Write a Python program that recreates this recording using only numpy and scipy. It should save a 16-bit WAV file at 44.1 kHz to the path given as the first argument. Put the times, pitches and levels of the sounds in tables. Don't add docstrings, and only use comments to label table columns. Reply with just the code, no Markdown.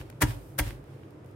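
import sys
import numpy as np
from scipy import signal
from scipy.fft import rfft, irfft
from scipy.io import wavfile

SR = 44100
rng = np.random.default_rng(int(sys.argv[2]) if len(sys.argv) > 2 else 0)


def unload_audio(sound):
    columns = np.transpose(np.atleast_2d(sound))
    steps = np.round(np.clip(columns, -1, 1) * 32767)
    wavfile.write(sys.argv[1], SR, steps.astype(np.int16))


N = 59535
T, HZ = np.arange(N) / SR, np.fft.rfftfreq(2 * N, 1 / SR)

# pitch_hz, level_db, t60_s
WOOD_MODES = [(213, -18, 0.15), (407, -24.5, 0.07), (590, -19, 0.048), (836, -21, 0.042),
              (954, -13.5, 0.056), (1403.5, -31, 0.045), (1758, -15.5, 0.017), (1824, -18.5, 0.029),
              (1970, -25, .07), (2067, -13.5, 0.039), (2876, -23.5, 0.077), (3306, -22, 0.086)]
# freq_hz, density_db
BAG_SPECTRUM = [(200, -14.5), (800, 4), (1400, 0), (2300, 3), (3300, -2), (4500, -5), (6500, -9.5),
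                (9000, -11.5), (13000, -10), (14500, -13), (16000, -17)]


def crunches(grains_per_s=3500, spread_db=5, swell_db=31, swell_power=2.44, release_db_per_s=997):
    # peak_s, crush_s, level_db, treble_db, treble_pan_db, wood_db
    blows = [(.226, 0.02, -21, 1, 4, -8.5), (.594, 0.015, -25, 4.5, 14.5, -8)]
    # freq_hz, density_db
    spectrum = [(100, -6), (200, 4), (400, 3), (650, -1.5), (1000, 1), (1900, 2), (2700, -5.5), (4200, -8),
                (6000, -6.5), (9000, -10), (12000, -6.5), (16000, -13)]
    # freq_hz, correlation
    likeness = [(100, .99), (300, 0.98), (600, 0.41), (1000, 0.54), (1800, 0.45), (3500, 0.055),
                (14000, 0.063)]
    wood = ring(WOOD_MODES, 0)
    wood /= np.linalg.norm(wood)
    pan_band = np.clip((HZ - 6500) / 3000, 0, 1)
    out = np.zeros((2, N))
    for peak_s, crush_s, level_db, treble_db, treble_pan_db, wood_db in blows:
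        rise_db = -swell_db * np.clip((peak_s - T) / crush_s, 0, 2) ** swell_power
        fall_db = -release_db_per_s * np.maximum(T - peak_s, 0)
        envelope = amp(level_db + rise_db + fall_db) * (T > peak_s - crush_s)
        fractures = correlate(grains(grains_per_s, spread_db) * envelope, likeness)
        ringing = signal.fftconvolve(fractures, wood[None], axes=1)[:, :N]
        biscuit = colour(fractures, curve(spectrum) + shelf_db(treble_db))
        out += equalise(biscuit + amp(wood_db) * ringing, stereo_db(treble_pan_db * pan_band))
    return out


def snaps(t60_cycles=8.2, tick_db=-5.5, tick_decay_s=.0005):
    # start_s, level_db, pitch_hz, wood_db
    cracks = [(0.2155, -27, 1780, -20), (.2216, -18, 1160, -6), (.2266, -10.5, 1560, -9),
              (.2297, -15.5, 2350, -2), (.5948, -14.5, 2170, -12.5), (.6005, -20, 1960, -3),
              (0.708, -30.5, 2530, -7)]
    # freq_hz, density_db
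    tick_spectrum = [(300, -3), (1000, 0.5), (3000, -1.5), (5500, -7.5), (9000, -15), (16000, -12.5)]
    out = np.zeros((2, N))
    for start_s, level_db, pitch_hz, wood_db in cracks:
        crack = ring([(pitch_hz, 0, t60_cycles / pitch_hz)], start_s)
        tick = amp(tick_db) * colour(burst(start_s, tick_decay_s), curve(tick_spectrum))
        wood = amp(wood_db) * ring(WOOD_MODES, start_s)
        out += amp(level_db) * (crack + tick + wood)
    return out


def thuds(rise_s=.015, knock_hz=300.4, knock_t60_s=.16):
    # start_s, swing_db, push_s, knock_db
    jolts = [(.001, -23, 0.0029, -61), (0.2307, -5.5, 0.0011, -30.5), (0.599, -4.5, 0.01, -28.5),
             (0.668, -19.5, 0.0025, -40)]
    # pitch_hz, level_db, t60_s
    counter_modes = [(51.04, -24.5, 0.62), (70.5, 5, 0.055), (93, -14.5, .2), (109.9, -6.5, 0.18),
                     (122.2, -20, 0.53), (296.6, 3, 0.041)]
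    out = np.zeros((2, N))
    for start_s, swing_db, push_s, knock_db in jolts:
        push = np.sin(np.pi * np.minimum(T / push_s, 1)) ** 2
        onset = 1 - np.exp(-np.maximum(T - start_s, 0) / rise_s)
        swing = signal.fftconvolve(ring(counter_modes, start_s) * onset, push / push.sum())[:N]
        knock = ring([(knock_hz, knock_db, knock_t60_s)], start_s)
        out -= amp(swing_db) * swing + knock
    return out


def creases():
    # start_s, level_db, treble_db, decay_s, pan_db
    flips = [(0.013, -38.5, -38, 0.0023, 6), (0.1, -42, 3, 0.0024, 4), (.126, -46.5, -25, 0.0018, -1),
             (0.307, -40, -8, 0.0055, 1), (0.5894, -17.5, 19, 0.0016, 1.5), (0.678, -42, 10, 0.00056, 9),
             (0.7054, -41, -6, 0.0018, -1), (0.841, -57, 15, .002, 3), (1.033, -50.5, -27, 0.0038, -1),
             (1.107, -56, 21, 0.0015, -0.5), (1.246, -59, 4, .002, -4.5), (1.26, -60, 26, 0.0027, 9),
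             (1.313, -57, 16, .001, 3)]
    out = np.zeros((2, N))
    for start_s, level_db, treble_db, decay_s, pan_db in flips:
        click = colour(burst(start_s, decay_s), curve(BAG_SPECTRUM) + shelf_db(treble_db))
        out += amp(level_db + stereo_db(pan_db)) * click
    return out


def rustles(grains_per_s=3600, spread_db=2.5):
    # peak_s, rise_s, fall_s, level_db, treble_db
    shifts = [(.005, 0.014, 0.021, -49, 3), (.06, .02, 0.14, -64, 5), (0.299, 0.052, 0.047, -45, 8.5),
              (.41, .03, 0.033, -65.5, 14.5), (.5, 0.22, 0.099, -63.5, 24), (.635, 0.029, 0.022, -49.5, 13),
              (.68, 0.062, 0.041, -45, 5), (.93, 0.11, 0.23, -66, 4.5), (1.29, 0.037, 0.075, -71.5, 13)]
    out = np.zeros((2, N))
    for peak_s, rise_s, fall_s, level_db, treble_db in shifts:
        swell = np.exp(-(np.minimum(T - peak_s, 0) / rise_s) ** 2 - np.maximum(T - peak_s, 0) / fall_s)
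        clicks = grains(grains_per_s, spread_db) * swell
        out += amp(level_db) * colour(clicks, curve(BAG_SPECTRUM) + shelf_db(treble_db))
    return out


def kitchen_echo(x, delay_s=.002, rise_s=.0013):
    # freq_hz, t60_s
    decay_times = [(100, 0.16), (400, 0.63), (2000, 0.29), (6000, 0.12), (15000, 0.66)]
    # freq_hz, level_db
    echo_levels = [(50, -40), (150, -15.5), (400, -4.5), (2000, -14), (6000, -9.5), (15000, -29)]
    hz, t, bands = signal.stft(rng.standard_normal((2, N)), SR, nperseg=256)
    t60_s = curve(decay_times, hz)[:, None]
    bands *= amp(curve(echo_levels, hz)[:, None] - 60 * t / t60_s)
    bands *= np.sqrt(2 * np.log(1000) / (t60_s * SR))
    onset = np.clip((T - delay_s) / rise_s, 0, 1)
    tail = signal.istft(bands, SR, nperseg=256)[1][:, :N] * onset
    return signal.fftconvolve(x, tail, axes=1)[:, :N]


def drone(level_db=-47.5):
    # freq_hz, density_db
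    spectrum = [(30, -17.5), (60, -18.5), (90, -3), (135, 0), (170, -12.5), (240, -14.5), (320, -7.5),
                (560, -14.5), (800, -23), (1200, -25), (2500, -35.5), (4500, -46), (7000, -49),
                (12500, -58.5), (16000, -66.5)]
    # freq_hz, correlation
    likeness = [(60, 1), (150, 0.97), (330, 0.86), (700, 0.33), (1500, 0), (15000, 0.17)]
    # pitch_hz, half_width_hz, hum_db
    hums = [(133.5, 7.5, -53.5), (309.5, 17, -61.5)]

    def noise(shape_db):
        shaped = equalise(rng.standard_normal((2, 2 * N)), shape_db)
        return unit_rms(correlate(shaped, likeness))

    out = amp(level_db) * noise(curve(spectrum))
    for pitch_hz, half_width_hz, hum_db in hums:
        resonance_db = -20 * np.log10(1 + ((HZ - pitch_hz) / half_width_hz) ** 2)
        out += amp(hum_db) * noise(resonance_db)
    return out


def grains(per_s, spread_db):
    size = amp(spread_db * np.minimum(rng.exponential(1, (2, N)), 3))
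    sign = rng.choice([-1., 1.], (2, N))
    fires = rng.random((2, N)) < per_s / SR
    return unit_rms(size * sign * fires)


def burst(start_s, decay_s):
    return rng.standard_normal((2, N)) * (T >= start_s) * np.exp(-abs(T - start_s) / decay_s)


def ring(modes, start_s):
    t = np.maximum(T - start_s, 0)
    return sum(amp(db - 60 * t / t60_s) * np.sin(2 * np.pi * hz * t) for hz, db, t60_s in modes)


def amp(db):
    return 10 ** (np.asarray(db) / 20)


def unit_rms(x):
    return x / np.sqrt(np.mean(x ** 2) + 1e-20)


def curve(points, hz=HZ):
    freq_hz, value = np.transpose(points)
    return np.interp(np.log(hz + 1), np.log(freq_hz), value)


def shelf_db(treble_db, corner_hz=4500):
    return treble_db * HZ ** 2 / (HZ ** 2 + corner_hz ** 2)


def stereo_db(pan_db):
    return np.outer([.5, -.5], pan_db)


def equalise(x, gain_db):
    return irfft(rfft(x, 2 * N) * amp(gain_db))[:, :N]


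def colour(x, shape_db):
    log_gain = np.log(unit_rms(amp(shape_db)) + 1e-6)
    mirrored = np.r_[log_gain, log_gain[-2:0:-1]]
    response = np.exp(np.conj(signal.hilbert(mirrored)))[:N + 1]
    return irfft(rfft(x, 2 * N) * response)[..., :N]


def correlate(pair, likeness):
    spectra = rfft(pair, 2 * N)
    angle = np.arcsin(np.clip(curve(likeness), -1, 1)) / 2
    return irfft(spectra * np.cos(angle) + spectra[::-1] * np.sin(angle))[:, :N]


def scene():
    direct = creases() + rustles() + snaps() + crunches() + thuds()
    return direct + kitchen_echo(direct) + drone()


def record(dry, low_cut_hz=36, high_cut_hz=15900):
    # centre_hz, width_hz, gain_db
    mic_bands = [(4360, 310, -1.5), (5240, 520, 0.5), (6020, 220, -3.5), (7750, 270, -1.5),
                 (8800, 630, 4.5)]
    # freq_hz, pan_db
    balance = [(100, 0), (350, -0.5), (650, -4), (1300, 0), (4000, -2), (10000, 0)]
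    tint_db = sum(db * np.exp(-((HZ - hz) / width_hz) ** 2) for hz, width_hz, db in mic_bands)
    x = equalise(dry, tint_db + stereo_db(curve(balance)))
    x = signal.sosfilt(signal.butter(4, low_cut_hz, "high", fs=SR, output="sos"), x)
    lowpass = signal.firwin(511, high_cut_hz, window=("kaiser", 9), fs=SR)
    return signal.oaconvolve(x, lowpass[None], "same")


dry = scene()
out = record(dry)
unload_audio(out)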